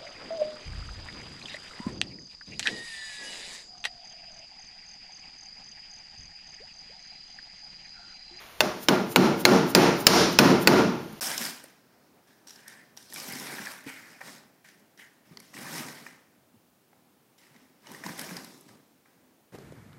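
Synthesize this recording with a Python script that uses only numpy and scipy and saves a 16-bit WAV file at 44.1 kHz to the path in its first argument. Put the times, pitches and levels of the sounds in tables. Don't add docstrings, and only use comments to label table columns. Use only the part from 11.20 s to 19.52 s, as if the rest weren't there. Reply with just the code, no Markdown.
import sys
import numpy as np
from scipy import signal
from scipy.fft import rfft, irfft, next_fast_len
from scipy.io import wavfile
from scipy.ndimage import uniform_filter1d, minimum_filter1d, map_coordinates

SR = 44100
rng = np.random.default_rng(int(sys.argv[2]) if len(sys.argv) > 2 else 0)


def volts_from_db(level):
    exponent = np.asarray(level, float) / 20
    return 10 ** exponent


def generate_wav(signal):
    frames = np.transpose(np.atleast_2d(signal))
    scaled = np.clip(frames, -1, 1) * 32767
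    pcm = np.round(scaled).astype(np.int16)
    wavfile.write(sys.argv[1], SR, pcm)


N = 366987

# frequency in Hz, width in Hz, height in dB.
RING = [(214, 130, -4), (785, 37, 7.5), (931, 190, 7.5), (1540, 80, 2.5)]
# frequency in Hz, width in Hz, height in dB.
STRIP = [(3890, 170, 3.5), (5160, 1400, 2.5), (5230, 300, 2.5), (6200, 200, 0.5), (8400, 450, 3.5),
         (11000, 630, 2), (13100, 690, 2)]


def scrape():
    # frequency in Hz, level in dB per Hz.
    edge = [(1650, -21), (2800, -1.5), (4290, -2.5), (5570, 0), (6870, -3.5), (8480, -4), (12600, -6.5),
            (15800, -11.5)]
    blade = [(1050, -45.5), (1350, -1), (1550, 2), (2400, 1), (2550, -4), (3200, -40)]
    panel = [(350, -38.5), (550, 2.5), (900, -5.5), (1250, 1), (1700, -35)]
    scoop = [(15, -64), (25, -35), (69, -29.5), (141, -3.5), (172, -1), (240, 3), (419, -9), (550, -10),
             (720, -49), (1210, -120)]
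    force = unit(grit(rate=900, spread_db=2.0, clump_db=0.3, life=0.0022))
    levels = contact()
    levels[3] = minimum_filter1d(levels[3], size=1500)
    speed_db = 20 * np.log10(levels[0])
    snow_shares, patches_db = (1.26, 1.34, 1.7, 1.15), (2.0, 2.3, 1.75, 1.9)
    out = np.zeros(N)
    for gain, spectrum, snow, patch_db in zip(levels, (edge, blade, panel, scoop), snow_shares, patches_db):
        drive = patches(force + snow * rng.standard_normal(N), patch_db, wide=5, long=9)
        shaken = coloured(drive, spectrum, RING)
        out += gain * unit(regain(shaken, lambda hz, t: ringing(hz, t, speed_db)))
    return out


def grit(rate, spread_db, clump_db, life):
    slips = rng.random(N) < rate / SR
    sizes = slips * volts_from_db(spread_db * np.minimum(rng.exponential(size=N), 3))
    rasp = signal.lfilter([1], [1, -np.exp(-1 / (life * SR))], sizes)
    clumps = volts_from_db(clump_db * (wobble(25) + 0.89 * wobble(90)))
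    return rasp * rng.standard_normal(N) * clumps


def contact():
    # time in s, sliding speed in dB, blade flex in dB, snow load in dB.
    first_pushes = [
        [(2.74, -78, 10, -2), (2.8, -67, 7, 2), (2.94, -68, 8, 4), (3.0, -73, 9, 6)],
        [(1.43, -79, 7, 0), (1.48, -68.5, 12, -3), (1.61, -72.5, 11, -7), (1.66, -82, 12, 0),
         (1.75, -88, 14, 0)],
        [(0.004, -37.5, -6, 0), (0.026, -32.5, -1.5, -11.5), (0.11, -36.5, 6, -5.5), (0.172, -40.5, 1, -7),
         (0.214, -36, -1.5, -10.5), (0.26, -36.5, -2.5, -6.5), (0.422, -57, -1.5, -5), (0.506, -68, -1, -12),
         (0.62, -76, 0, 3)],
        [(1.8, -70, -17, -14), (1.88, -63.5, -5, -2), (1.959, -46.5, -5.5, -1.5), (2.007, -43.5, -4.5, -6.5),
         (2.315, -45, 3.5, -0.5), (2.44, -46, 2.5, -3.5), (2.515, -46.5, 3.5, -9), (2.633, -62, 0.5, -1),
         (2.68, -54, 1, -5)],
        [(3.006, -54, 12, 9), (3.025, -60, 8, 4.5), (3.068, -49.5, -1, -1), (3.174, -56, -0.5, -1.5),
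         (3.354, -89, -5, 12)],
    ]
    # time in s, sliding speed in dB, blade flex in dB, snow load in dB.
    later_pushes = [
        [(4.33, -62, 6, 14), (4.345, -51, -15, 3), (4.394, -48, 0, 2), (4.46, -47, 1.5, 0),
         (4.584, -39.5, 0.5, -1.5), (4.654, -48, 2.5, 4), (4.8, -54, 0, -3), (4.88, -58, -1, -1),
         (5.09, -84, 4, 2)],
        [(6.6, -75, -4, 3), (6.68, -58, -1.5, 9), (6.756, -52.5, -2, -0.5), (6.828, -56.5, -1, 7),
         (6.855, -46, 4.5, -2), (6.963, -50, -2, 1.5), (7.001, -45, 0.5, -0.5), (7.17, -50, 0.5, 3),
         (7.52, -68.5, -11, 5.5)],
    ]
    # start in s, edge in dB, blade flex in dB, snow load in dB, fall in dB per s.
    scuffs = [(0.43, -56, -7, -8, 150), (1.07, -65.5, -5, 2, 75), (1.268, -52.5, -17, -12, 79),
              (1.347, -65, 4, 2, 80), (1.474, -53, -10, -16, 400), (1.49, -56.5, -10, -7, 83),
              (1.768, -54.5, -4, -21, 90), (2.662, -51.5, 4.5, -12, 38), (1.895, -57, -10, -10, 60),
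              (3.808, -62, 5.5, -18, 200), (7.28, -62, -20, -20, 60), (2.672, -50, 6, -25, 110),
              (3.442, -59, 0.5, -22, 83), (3.48, -59.5, 1.5, -18, 217), (3.774, -62.5, -1, -6, 70),
              (3.788, -57, 4, -12, 162), (4.11, -66.5, -3, 13, 110), (4.05, -67.5, 0, 2.5, 20),
              (4.865, -61.5, 4.5, 4, 102), (5.1, -79, 6, 4, 100), (6.178, -59.5, -6, -16, 160),
              (6.22, -65, -1, -4, 39), (6.34, -68, -1, 4, 71), (7.48, -62, -1, 12, 90),
              (7.85, -73.5, 3, 6, 45), (4.215, -60.5, -5, -12, 32), (7.4, -74, -7, -5, 40)]
    lift_s, attack_s = 0.0041, 0.003
    empty_panel_db = -1.5
    blade_linger = 1
    t = np.arange(N) / SR
    power = np.full((4, N), 1e-12)

    def parts(flex, load):
        panel = -3 + 0.54 * flex + 0.47 * load
        return np.array([0 * flex, flex, panel, load])

    for push in first_pushes + later_pushes:
        s, *controls = np.transpose(push)
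        span = slice(round(s[0] * SR), round(s[-1] * SR))
        speed, flex, load = (np.interp(t[span], s, c) for c in controls)
        nearest_end = np.minimum(t[span] - s[0], s[-1] - t[span])
        ends = np.minimum(nearest_end / lift_s, 1)
        power[:, span] += (ends * volts_from_db(speed + parts(flex, load))) ** 2
    for s, db, flex, load, fall_db in scuffs:
        u = t[:SR][:N - round(s * SR)]
        fall = max(fall_db, 10) * np.array([[1], [blade_linger], [1], [1]]) * u
        attack = 1 - np.exp(-u / attack_s)
        shape = volts_from_db(db - fall + [[0], [0], [empty_panel_db], [0]]) * attack
        power[:, round(s * SR):][:, :len(u)] += (volts_from_db(parts(flex, load))[:, None] * shape) ** 2
    return np.sqrt(power)


def ringing(hz, t, speed_db):
    # time in s, centre in Hz, sharpness in dB.
    sing = [(0, 2100, -5), (.2, 1640, 3.5), (1.35, 1720, 12.5), (1.5, 1760, 11.5), (1.6, 1830, 15),
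            (1.8, 2000, -1), (2.1, 2210, 6), (2.3, 1740, 0.5), (2.55, 1130, 6), (2.69, 2200, 9),
            (2.8, 2050, 7), (2.95, 1900, 6), (3.2, 1860, 1.5), (3.8, 1900, 11.5), (4.3, 1940, 4),
            (6.2, 2040, 8.5), (6.85, 1870, 5), (7.1, 2250, 1.5), (7.9, 1790, 4)]
    # time in s, share of the strip's peaks.
    bite = [(0, 1.86), (.45, 0.29), (1.3, 1.3), (1.8, 0.93), (1.9, 1.6), (2.0, 1.04), (2.2, 0.81),
            (2.6, 0.33), (3.1, 1.15), (3.6, .4), (4.6, 0.8), (5, 0.39), (8.3, 0.59)]
    # time in s, height in dB.
    upper = [(0, 1), (2.6, 0), (2.68, 8), (2.75, 7), (2.8, -1), (3.4, -3), (3.45, 4), (3.5, 0), (3.76, 6),
             (3.81, 15), (3.84, 0), (6.6, 1), (6.67, 4), (6.72, 0), (7.3, 0), (7.36, -11), (7.5, -5),
             (7.6, -2)]
    middle_db = -50.5
    speed = np.clip(np.interp(t * SR, np.arange(N), speed_db) - middle_db, -15, 20)
    s, centre, sharp = np.transpose(sing)
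    note = peaks([(np.interp(t, s, centre), 300, np.interp(t, s, sharp))], hz)
    note = note + peaks([(3000, 530, np.interp(t, *np.transpose(upper)))], hz)
    slope = -0.27 + 0.1072 * speed
    tilt = slope * np.log2(np.maximum(hz, 2600) / 6000)
    return note + tilt + np.interp(t, *np.transpose(bite)) * peaks(STRIP, hz)


def catches():
    # time in s, strip peak in dB, top modes in dB, ping in Hz.
    ticks = [(0.1784, -9.5, -24.5, 5170), (0.2223, -23, -36, 5650), (0.2513, -17.5, -39, 5180),
             (0.4395, -44, -36, 10500), (1.272, -32, -61, 5620), (1.2945, -32, -55, 5680),
             (1.3065, -31, -58, 5730), (1.3592, -35, -59, 5360), (1.48, -35, -36.5, 8400),
             (1.7728, -27, -49, 5770), (1.8265, -37.5, -46, 5810), (1.9006, -38, -46, 5390),
             (1.941, -25.5, -28, 10400), (2.0, -23, -37, 4960), (2.4567, -25, -42, 5480),
             (3.775, -42, -55, 5600), (6.717, -44, -38.5, 12000), (6.978, -42, -38, 13000),
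             (3.596, -68, -55, 11600), (2.043, -33, -45, 5000), (2.198, -24, -33, 5400),
             (4.2009, -37, -41.5, 5640), (6.67, -33.5, -58, 2950), (6.8634, -28, -45, 5500),
             (0.044, -21, -35, 5200), (0.028, -23, -34, 5250), (1.283, -35, -60, 5700),
             (1.4805, -35, -45, 5720), (4.58, -25, -36, 5700), (4.54, -27, -40, 5300),
             (6.1866, -54, -70, 4800), (6.993, -20.5, -28.5, 11000), (7.014, -36, -30, 10700),
             (7.1673, -24, -33, 4930), (7.2452, -33, -38, 4800), (7.4094, -64, -43.5, 11300)]
    # time in s, strip peak in dB, top modes in dB, ping in Hz.
    snaps = [(4.1718, -21.5, -48, 4500), (2.1232, -30, -24, 12600), (1.7675, -34, -46, 8600),
             (1.7805, -37, -46, 8500), (1.9354, -33, -28, 10600), (1.95, -29, -40, 5700),
             (1.973, -28, -40, 5500), (4.196, -46, -50, 5200), (6.748, -34, -48, 4950),
             (6.9775, -33, -38, 4970), (7.0135, -26, -40, 5500), (2.6398, -55, -44, 13200),
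             (2, -45, -60, 3700), (6.7175, -38, -50, 6000), (6.687, -42, -55, 4900),
             (1.984, -34, -40, 5300)]
    # time in s, blade peak in dB, strip in dB, ping in Hz.
    knocks = [(0.1152, -34.5, -17, 2270), (0.4414, -41, -55, 560), (1.9245, -40.5, -30, 1840),
              (1.9604, -34.5, -25, 2380), (2.383, -31.5, -39, 1780), (2.461, -31.5, -40, 1900),
              (2.4695, -28.5, -40, 1740), (2.39, -32, -42, 1600), (2.296, -35.5, -45, 720),
              (2.42, -35.5, -45, 2000), (6.704, -41, -55, 904), (6.659, -46, -55, 2200),
              (7.016, -37, -45, 1400), (4.203, -47, -60, 2200), (3.006, -42, -55, 1900),
              (1.968, -36, -45, 2300), (2.268, -32, -42, 990), (2.6825, -36, -41, 2390),
              (2.6994, -36, -39, 2300), (3.0134, -33, -48, 1850), (3.794, -43, -55, 1830),
              (3.447, -42, -55, 1840), (4.5, -46, -46, 806), (4.1718, -44, -60, 2020),
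              (4.3406, -38.5, -44, 1930), (4.3672, -38, -43, 1900), (4.4643, -33.5, -33, 1760),
              (4.8645, -31, -47, 1806), (6.3622, -49.5, -46, 1950), (6.669, -41.5, -48, 886),
              (4.376, -38, -44, 2310), (6.7161, -42, -43, 1000), (6.747, -36.5, -40, 1860),
              (6.8375, -31.5, -36, 1840), (6.8634, -29.5, -24.5, 995), (6.8917, -33, -37, 1810),
              (7.0902, -38, -33, 2370), (7.109, -35.5, -41, 1610), (7.1671, -34.5, -39, 1860),
              (7.8574, -56, -65, 1980), (7.859, -57, -70, 1300), (5.731, -50, -70, 830),
              (4.685, -39, -36, 1900)]
    long_t60, snap_t60 = 0.017, 0.007
    spill_db = -17.5
    rows = [(s, strip, strip + spill_db, top, long_t60, hz) for s, strip, top, hz in ticks]
    rows += [(s, strip, strip + spill_db, top, snap_t60, hz) for s, strip, top, hz in snaps]
    rows += [(s, strip, blade, strip + spill_db, long_t60, hz) for s, blade, strip, hz in knocks]
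    t = np.arange(3000) / SR
    kicks = np.zeros((4, N + len(t)))
    for s, strip_db, blade_db, top_db, t60, hz in rows:
        fade = volts_from_db(-60 * t / max(t60, 0.003))
        burst = rng.standard_normal(len(t)) * fade * (1 - np.exp(-t / (0.01 * t60)))
        burst *= np.linalg.norm(fade) / np.linalg.norm(burst)
        if hz <= 2800:
            ping_db = blade_db + 8.0
        elif hz <= 7500:
            ping_db = strip_db - 2.5
        else:
            ping_db = top_db - 2.0
        ping = np.sin(2 * np.pi * hz * t) * fade * (1 - np.exp(-t / (0.14 * t60)))
        shakes = volts_from_db([[blade_db + 11.5], [strip_db + 0.5], [top_db + 3.5]]) * burst
        kicks[:, round(s * SR):][:, :len(t)] += np.vstack([shakes, volts_from_db(ping_db) * ping])
    blade_spectrum = [(60, -54), (500, -15), (900, -12.0), (2400, -5), (3200, -31.0)]
    strip_spectrum = [(2200, -22), (3000, -9), (7000, -7.5), (8500, -32.0)]
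    top_spectrum = [(6500, -38), (7800, -4.5), (12000, -3.0), (15500, -14), (17000, -42)]
    blade = coloured(kicks[0, :N], blade_spectrum, RING + [(1900, 190, 3.0)])
    strip = coloured(kicks[1, :N], strip_spectrum, STRIP + STRIP[2:3])
    top = coloured(kicks[2, :N], top_spectrum, STRIP)
    return blade + strip + top + kicks[3, :N]


def bumps():
    # time in s, peak in dB, pitch in Hz, decay time t60 in s.
    thuds = [(0.204, -31, 233.7, 0.17), (0.433, -41, 296, 0.037), (2.155, -29, 237, 0.068),
             (2.4, -23, 213, 0.03), (2.664, -26, 277, 0.062), (4.111, -32, 169, 0.046),
             (4.548, -35, 177, 0.077), (4.6, -31, 242, 0.07), (5.339, -46, 233, 0.074),
             (5.36, -47.5, 110, 0.1), (5.728, -45, 800, 0.027), (6.35, -48, 246, 0.09),
             (6.415, -46.5, 268, 0.065), (6.31, -49, 140, 0.1), (7.5, -43.5, 120, 0.12),
             (2.664, -34, 142, 0.065), (6.709, -35, 232, 0.044), (6.861, -28, 180, 0.064),
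             (6.898, -27.5, 168, 0.074), (7.113, -31, 183, 0.2)]
    t = np.arange(SR // 4) / SR
    out = np.zeros(N + len(t))
    for s, db, hz, t60 in thuds:
        low = np.sin(2 * np.pi * hz * t * (1 - 0.3 * t))
        drum = low + 0.3 * np.sin(2 * np.pi * 1.63 * hz * t)
        attack = 1 - np.exp(-t / 0.003)
        out[round(s * SR):][:len(t)] += volts_from_db(db + 2 - 60 * t / t60) * attack * drum
    return coloured(out[:N], [(30, -25), (90, -10.5), (170, -4.5), (20000, 1)])


def fronts(x):
    # frequency in Hz, decay time t60 in s.
    decay = [(200, 0.54), (2000, 0.56), (10000, 0.27)]
    hz, t, z = signal.stft(rng.standard_normal(SR // 2), SR, nperseg=256)
    tail = signal.istft(z * volts_from_db(-60 * t / along(decay, hz)[:, None]), SR, nperseg=256)[1]
    late = np.pad(x, (700, 0))
    return signal.fftconvolve(late, tail / np.linalg.norm(tail))[:N]


def street():
    # frequency in Hz, level in dB per Hz.
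    hum_spectrum = [(20, -46), (30, -31), (70, -15), (120, -4.5), (240, 1), (450, -6), (800, -8),
                    (1500, -17), (2600, -24.5), (4000, -43.5)]
    tyre_spectrum = [(400, -49), (900, -4), (1700, 4), (3000, -11), (5500, -3), (9000, -28)]
    t = np.arange(N) / SR
    hum = patches(coloured(rng.standard_normal(N), hum_spectrum), 0.73, wide=3, long=30)
    tyres = patches(coloured(rng.standard_normal(N), tyre_spectrum), 1.4, wide=5, long=20)
    engine = volts_from_db(-63.5 - 1.5 * t)
    low = np.hypot(volts_from_db(-67.5), engine) * volts_from_db(0.8 * wobble(8) + 0.4 * wobble(1.61))
    return low * unit(hum) + volts_from_db(-66.5 - 6 * t) * unit(tyres)


def unit(x):
    return x / np.sqrt(np.mean(x ** 2) + 1e-20)


def along(points, hz):
    f, v = np.transpose(points)
    return np.interp(np.log(hz + 1), np.log(f + 1), v)


def wobble(rate):
    knots = rng.standard_normal(int(N * rate / SR) + 4)
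    return map_coordinates(knots, [np.arange(N) * rate / SR])


def peaks(ring, hz):
    return sum(top * w * w / (w * w + 4 * (hz - c) ** 2) for c, w, top in ring)


def coloured(x, spectrum, ring=()):
    m = 2 * next_fast_len(N // 2 + 8192)
    hz = np.fft.rfftfreq(m, 1 / SR)
    db = along(spectrum, hz) + peaks(ring, hz)
    cep = irfft(np.log(volts_from_db(db)), m)
    cep[1:m // 2] *= 2
    cep[m // 2 + 1:] = 0
    return irfft(rfft(x, m) * np.exp(rfft(cep)), m)[:N]


def regain(x, db):
    hz, t, z = signal.stft(x, SR, nperseg=256)
    return signal.istft(z * volts_from_db(db(hz[:, None], t)), SR, nperseg=256)[1][:N]


def patches(x, db, wide, long):
    def spots(hz, t):
        field = uniform_filter1d(rng.standard_normal((len(hz), len(t))), wide, 0)
        return db * unit(uniform_filter1d(field, long, 1))
    return regain(x, spots)


def scene():
    shovel = scrape() + catches() + bumps()
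    return (shovel + volts_from_db(-12.0) * fronts(shovel) + street())[None]


def band_limit(x):
    return signal.sosfilt(signal.butter(12, 15870, fs=SR, output="sos"), x)


def record(dry):
    # frequency in Hz, level in dB per Hz.
    hiss_spectrum = [(300, -35), (1200, 2), (3000, 1.5), (8000, -2), (13000, -1), (15800, 2), (17000, -67)]
    hiss = volts_from_db(-71 + 0.8) * unit(coloured(rng.standard_normal(N), hiss_spectrum))
    band = np.fft.rfftfreq(N, 1 / SR) < 15840
    is_open = np.arange(N) > 0.0095 * SR
    heard = irfft(rfft(dry + hiss) * band, N) * is_open
    return band_limit(heard)


dry = scene()
out = record(dry)
generate_wav(out)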